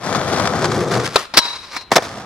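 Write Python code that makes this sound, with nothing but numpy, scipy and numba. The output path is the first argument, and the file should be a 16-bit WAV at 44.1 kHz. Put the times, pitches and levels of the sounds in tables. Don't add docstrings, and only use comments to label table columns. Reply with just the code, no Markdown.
import sys
import numpy as np
from scipy import signal
from scipy.fft import rfft, irfft
from scipy.io import wavfile
from scipy.ndimage import uniform_filter1d, map_coordinates
from numba import njit

SR = 44100
rng = np.random.default_rng(int(sys.argv[2]) if len(sys.argv) > 2 else 0)


def to_wav(s):
    ch = np.atleast_2d(s).T
    pcm = np.round(np.clip(ch, -1, 1) * 32767)
    wavfile.write(sys.argv[1], SR, pcm.astype(np.int16))


N = 99225
TIME_S = np.arange(N) / SR

# pitch_hz, through_wheels_db, at_tail_db, ring_s (time to fade by 60 dB)
DECK_TONES = [(140, -5, -18, 0.048), (340, 2, -16, 0.035), (426, -10, 12.5, 0.026), (496, 10.5, -19, 0.048),
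              (533, -6, 8.5, 0.058), (667, 10, 2.5, 0.09), (880, 4.5, -2, .04), (1019, 5.5, -10, 0.08),
              (1130, 10, -1, 0.027), (1266, 6, 5.5, 0.088), (1786, 3, 4, 0.066), (2321, 1, 0.5, 0.098),
              (2677, -10, 8, .04), (3470, 12.5, 2, 0.018)]
# pitch_hz, along_span_db, at_end_db, ring_s
RAIL_TONES = [ (962, -5, -11, .55), (3904, 0, -5, .4), (3940, -6, 1, .35), (4018, -2, -1, .33),
              (4185, -1, 2, .3), (10770, -21, -22, .2), (895, 5, -6, .1), (1040, -8, -8, .35),
              (1254, -9, -13, .45), (4805, 5, -10, .08), (5120, -3, -14, .12)]
THROUGH_WHEELS, AT_TAIL = 0, 1
ALONG_SPAN, AT_END = 0, 1


def undb(db):
    return 10 ** (np.asarray(db) / 20)


def unit(x):
    return x / np.sqrt(np.mean(x ** 2))


def fade(age, ring_s):
    return np.exp(-np.log(1000) * age / ring_s)


def swell(peak_s, half_width_s):
    return np.exp(-((TIME_S - peak_s) / half_width_s) ** 2)


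def curve(rows, column=1):
    rows = np.array(rows)
    return np.interp(TIME_S, rows[:, 0], rows[:, column])


def colour(x, points, keep_power=True):
    size = 4096
    hz, db = np.array(points).T
    grid_hz = np.arange(size // 2 + 1) * SR / size
    gain = undb(np.interp(np.log(grid_hz + 1), np.log(hz), db))
    cepstrum = irfft(np.log(unit(gain) if keep_power else gain))
    cepstrum[1:size // 2] *= 2
    cepstrum[size // 2 + 1:] = 0
    return signal.fftconvolve(x, irfft(np.exp(rfft(cepstrum))))[:N]


def bass(x, hz):
    return signal.sosfilt(signal.butter(1, hz, fs=SR, output="sos"), x)


def ring(x, tones, place=0):
    response = sum((-1) ** k * undb(db[place]) * np.sin(2 * np.pi * hz * TIME_S) * fade(TIME_S, ring_s)
                   for k, (hz, *db, ring_s) in enumerate(tones))
    return signal.fftconvolve(x, response / np.linalg.norm(response))[:N]


def wander(rate_hz):
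    width = max(int(SR / rate_hz), 1)
    return unit(uniform_filter1d(uniform_filter1d(rng.standard_normal(N), width), width))


def grains(per_s, spread_db):
    ticks = (rng.random(N) < per_s / SR) * rng.choice([-1, 1], N)
    return unit(ticks * undb(spread_db * 2 * np.tanh(rng.standard_normal(N) / 2)))


def burst(envelope):
    x = envelope * rng.standard_normal(len(envelope))
    for _ in range(6):
        x = irfft(np.exp(1j * np.angle(rfft(x))))
        x = x * envelope / np.sqrt(uniform_filter1d(x ** 2, size=64) + 1e-12)
    return x


def strike(blows, crack_colour, tones, place, ring_db):
    size, attack_s, bright_hz = 4096, 0.0011, 2260
    age = np.arange(size) / SR
    push, chatter = np.zeros(N), np.zeros(N + size)
    for start_s, level_db, decay_s, bright_db in blows:
        at = int(start_s * SR)
        force = undb(level_db) * burst((1 - np.exp(-age / attack_s)) * np.exp(-age / decay_s))
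        low = bass(force, bright_hz)
        chatter[at:at + size] += low + undb(bright_db) * (force - low)
        push[at] += np.linalg.norm(force)
    ringing = ring(.9 * push + .3 * chatter[:N], tones, place)
    return colour(chatter[:N], crack_colour) + undb(ring_db) * ringing


def town():
    # pitch_hz, level_db
    town_colour = [(20, -4), (65, -1), (110, -6.5), (300, -9.5), (1500, -14), (3500, -16.5), (8000, -44),
                   (16000, -45)]
    shared = rng.standard_normal(N)
    noises = [shared + 0.31 * rng.standard_normal(N) for _ in range(2)]
    return undb(-46) * np.array([unit(colour(noise, town_colour)) for noise in noises])


def street_echo(x):
    # pitch_hz, level_db
    echo_colour = [(60, -21), (400, -13), (1200, 2), (5000, -3.5), (10000, 0), (16000, -22)]
    delay_s, rise_s = 0.0086, 0.042
    age = np.maximum(TIME_S - delay_s, 0)
    noise = rng.standard_normal(N)
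    low = bass(noise, hz=3400)
    tail = low * fade(age, ring_s=0.74) + (noise - low) * fade(age, ring_s=0.78)
    tail *= 1 - np.exp(-age / rise_s)
    echo = signal.fftconvolve(x, tail / np.linalg.norm(tail))[:N]
    return undb(-23) * colour(echo, echo_colour, keep_power=False)


def ears(direct, scattered):
    # time_s, left_minus_right_db, left_lead_samples
    path = [(0, 5.5, 2.5), (.45, 5, 3), (.68, 3, 1.23), (1.1, 3, -1.1), (1.4, 3, -1.5), (1.9, 1, -0.5),
            (2.25, -0.5, 2.4)]
    # pitch_hz, level_db
    scatter = [(30, -3), (70, -10), (130, -17.5), (500, -23), (1400, -12.5), (3000, -4), (6000, -8.5),
               (16000, -2.5)]
    side = colour(signal.hilbert(scattered).imag, scatter, keep_power=False)
    pan_db, lead = curve(path), curve(path, column=2)
    channels = []
    for sign in (1, -1):
        shifted = map_coordinates(direct + sign * side, [np.arange(N) + sign * lead / 2], mode="nearest")
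        channels.append(undb(sign * pan_db / 2) * shifted)
    return np.array(channels)


def crunches():
    crunch_s = .0022
    stones = grains(per_s=560, spread_db=4)
    energy = signal.lfilter([1], [1, -np.exp(-2 / (crunch_s * SR))], stones ** 2)
    return unit(np.sqrt(energy + 1e-12) * grains(per_s=7000, spread_db=1))


def rolling(run):
    # time_s, boost_db, half_width_s
    patches = [(0.157, 7.5, 0.02), (0.353, 2, 0.0061), (0.933, 9.5, 0.029), (1.066, 14, 0.02),
               (2.18, 9.5, 0.0073), (2.203, 13, 0.0045)]
    # pitch_hz, level_db
    wheel_colour = [(30, -76), (70, -5.5), (120, 1), (190, -1), (270, -4), (450, -5.5), (730, -2),
                    (920, -8), (1200, -6), (1900, -16), (2800, -33.5), (6000, -24), (16000, -60)]
    # pitch_hz, level_db
    grit_colour = [(300, -33), (1200, 5), (2000, 2), (2800, -5), (3600, -2.5), (5200, -2), (7300, -10),
                   (11000, -16.5), (15000, -35.5)]
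    # pitch_hz, level_db, ring_s
    hollow_tones = [(116.7, -2.5, 0.13), (170, 1.5, 0.058), (232, -2, 0.076), (352.6, 3, 0.073),
                    (494, 4.5, 0.042)]
    turns_per_s = 18.6
    throb_db = np.sin(2 * np.pi * turns_per_s * TIME_S) + .8 * wander(87)
    bump_db = sum(db * swell(at, width) for at, db, width in patches)
    load = undb(curve(run) + throb_db) * (TIME_S >= run[0][0]) * (TIME_S <= run[-1][0])
    shake = load * undb(.3 * bump_db) * grains(per_s=6000, spread_db=2.96)
    roar = undb(-2) * colour(shake, wheel_colour)
    deck = undb(-9) * ring(bass(load * grains(per_s=4000, spread_db=0.56), hz=1600), DECK_TONES)
    near = swell(peak_s=.88, half_width_s=.33)
    rumble = undb(2) * ring(load * near * rng.standard_normal(N), hollow_tones)
    grit = load * undb(-9 + bump_db + curve(run, column=2)) * crunches()
    return roar + deck + rumble + colour(grit, grit_colour)


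def wheels():
    # time_s, level_db, extra_grit_db
    approach = [(0, -38, 1.5), (.05, -22, 0), (.15, -20, -2.5), (.24, -23.5, -0.5), (.3, -18.5, -0.5),
                (.4, -17.5, -2), (.5, -20.5, -3.5), (.62, -18.5, -0.5), (.69, -21, -2), (.81, -21.5, 0),
                (.87, -24, -5), (.97, -19.5, -2.5), (1.04, -25.5, 1.5), (1.115, -37, 6.5),
                (1.16, -36.5, 15.5), (1.2, -40, 18)]
    # time_s, level_db, extra_grit_db
    departure = [(1.91, -55, 1), (1.935, -28, 14), (2.0, -34, 1), (2.04, -28.5, 6), (2.14, -32, 2.5),
                 (2.25, -31.5, -4.5)]
    # start_s, level_db, decay_s, brightness_db
    clacks = [(.0745, -38, 0.001, -9), (.0975, -19, 0.0024, 5), (.1258, -14, 0.004, 3.5),
              (.148, -11, 0.0069, -19), (.212, -9.5, 0.0035, -6), (.397, -9, 0.0046, 1.5),
              (.4545, -13.5, 0.0088, 1), (.473, -5, 0.0031, 1.5), (.6425, -12, 0.0091, 2),
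              (.653, -10, 0.0039, 3), (.6645, -15, 0.0028, -12), (.717, -14, 0.0058, 2),
              (.916, -14, 0.0043, -11), (.9375, -8, 0.0031, -14), (.952, -10, 0.0032, 0),
              (.962, -12, 0.002, -3), (.998, -16.5, 0.0064, 2.5), (2.05, -21.5, .004, -1)]
    # pitch_hz, level_db
    clack_colour = [(80, -9), (400, -1), (1200, 5.5), (2800, -12), (4500, -8.5), (7500, -15), (16000, -45)]
    return (rolling(approach)
            + strike(clacks, clack_colour, DECK_TONES, THROUGH_WHEELS, ring_db=-9)
            + rolling(departure))


def tail_pop():
    # start_s, level_db, decay_s, brightness_db
    blows = [(1.1575, -3.5, 0.0051, 9), (1.1597, -6, 0.003, 14), (1.1655, -8, 0.0033, 8.5),
             (1.253, -32, 0.0036, 12)]
    # pitch_hz, level_db
    snap_colour = [(40, -28), (280, -20), (400, 9), (560, 4.5), (800, -3), (1250, 0.5), (2000, -19),
                   (3000, -16), (3700, -6), (4800, -13), (6500, -24.5), (11000, -31), (16000, -47)]
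    return strike(blows, snap_colour, DECK_TONES, AT_TAIL, ring_db=-0.5)


def shoe_scuff():
    # pitch_hz, level_db
    scuff_colour = [(100, -14), (500, -0.5), (1300, 0), (2200, -4.5), (5000, -7), (7000, -16),
                    (11000, -17.5), (16000, -40)]
    rub = swell(peak_s=1.19, half_width_s=0.054) * grains(per_s=3500, spread_db=2.6)
    return undb(-27) * colour(rub, scuff_colour)


def rail_hit():
    # start_s, level_db, decay_s, brightness_db
    blows = [(1.3378, -14.5, 0.023, -8), (1.3668, -12, 0.0055, -1), (1.3712, 2, 0.0057, 5.5),
             (1.3772, 6, 0.0049, 1), (1.3868, -4.5, 0.0058, 6.5), (1.452, -20, 0.011, -2)]
    # pitch_hz, level_db
    clash_colour = [(40, -27), (130, -10.5), (250, -3), (500, -4.5), (900, 0.5), (1700, -2), (3100, -7),
                    (4100, 0), (5200, 1), (6600, -15), (11000, -18), (16000, -33)]
    return strike(blows, clash_colour, RAIL_TONES, ALONG_SPAN, ring_db=-12)


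def rail_shimmer():
    start_s, round_trip_s, rise_s, pitch_hz = 1.403, .0272, .05, 3880
    age = np.maximum(TIME_S - start_s + round_trip_s / 2, 0)
    returns = np.abs(np.sin(np.pi * age / round_trip_s)) ** 1.4
    envelope = (1 - np.exp(-age / rise_s)) * fade(age, ring_s=.5)
    level = undb(-9 + 1.5 * wander(22))
    return level * returns * envelope * np.sin(2 * np.pi * pitch_hz * age + 0.6 * wander(90))


def rail_grind():
    # time_s, level_db
    pressure = [(1.39, -56), (1.41, -29), (1.47, -27.5), (1.54, -32.5), (1.6, -40.5), (1.7, -40.5),
                (1.735, -37), (1.77, -25), (1.795, -39.5), (1.812, -34.5), (1.84, -49)]
    # pitch_hz, level_db
    scrape_colour = [(80, -23.5), (350, -11), (700, -11.5), (1000, -1), (1600, -7.5), (2400, -7.5),
                     (3200, -14), (4100, -7), (5400, -8), (7200, -21.5), (11000, -29.5), (16000, -45)]
    start_s, end_s = pressure[0][0], pressure[-1][0]
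    along = (TIME_S - start_s) / (end_s - start_s)
    force = (along > 0) * (along < 1) * undb(curve(pressure) + 1.9 * wander(82))
    slips = force * grains(per_s=2700, spread_db=0.5)
    song = ring((1 - along) * slips, RAIL_TONES, ALONG_SPAN) + ring(along * slips, RAIL_TONES, AT_END)
    return colour(slips, scrape_colour) + undb(-9) * song


def dismount():
    # start_s, level_db, decay_s, brightness_db
    blows = [(1.729, -36.5, 0.01, 12.5), (1.744, -28, 0.0096, 4), (1.7655, -16, 0.0047, 5)]
    # pitch_hz, level_db
    knock_colour = [(80, -41), (270, 1.5), (600, -16), (1100, 9), (1600, -4), (2200, 3.5), (3200, -18),
                    (4100, -15), (7000, -20), (16000, -32)]
    return strike(blows, knock_colour, RAIL_TONES, AT_END, ring_db=-9.5)


def touchdown():
    # start_s, level_db, decay_s, brightness_db
    blows = [(1.9055, -32, 0.016, -1), (1.9152, -10, 0.0024, 8.5), (1.9175, 1, 0.0045, -1),
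             (1.9236, -7, .0055, 3)]
    # pitch_hz, level_db
    slap_colour = [(50, -26), (130, -2), (350, -1), (1050, 2.5), (1450, -14), (1900, -3), (2500, -16),
                   (5600, -16), (15000, -39)]
    return strike(blows, slap_colour, DECK_TONES, THROUGH_WHEELS, ring_db=-14)


def landing():
    # start_s, level_db, decay_s, brightness_db
    blows = [(1.956, -8.5, 0.0051, 7), (1.961, 1, 0.0055, 4.5), (1.9672, 1, 0.0039, 1),
             (1.9802, -2.5, 0.0045, -12), (2.0223, -23.5, 0.014, 2.5)]
    # pitch_hz, level_db
    slam_colour = [(50, -29), (150, -7), (230, -10.5), (370, 0.5), (680, 4), (1050, -5.5), (2100, -9),
                   (2800, -16.5), (3700, -13), (5600, -12), (8000, -24.5), (16000, -36)]
    return strike(blows, slam_colour, DECK_TONES, THROUGH_WHEELS, ring_db=-4.5)


def skateboard():
    return (wheels() + tail_pop() + shoe_scuff()
            + rail_hit() + rail_shimmer() + rail_grind()
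            + dismount() + touchdown() + landing())


def scene():
    board = skateboard()
    close = ears(board, scattered=skateboard())
    echo = np.array([street_echo(board), street_echo(board)])
    return close + echo + town()


@njit
def follow(x, attack, release):
    out, level = np.empty(len(x)), 0.
    for i in range(len(x)):
        level += (x[i] - level) * (attack if x[i] > level else release)
        out[i] = level
    return out


def record(dry):
    threshold, slope, attack_s, release_s = 0.51, 0.38, 0.018, 0.14
    low_cut_hz, top_hz = 45, 15900
    level = follow(np.abs(dry).max(axis=0), 1 / (attack_s * SR), 1 / (release_s * SR))
    limited = dry / np.maximum(level / threshold, 1) ** slope
    clipped = np.clip(limited, -1, 1)
    treble_cut = signal.ellip(8, .2, 60, top_hz, fs=SR, output="sos")
    return signal.sosfilt(treble_cut, clipped - bass(clipped, low_cut_hz))


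dry = scene()
out = record(dry)
to_wav(out)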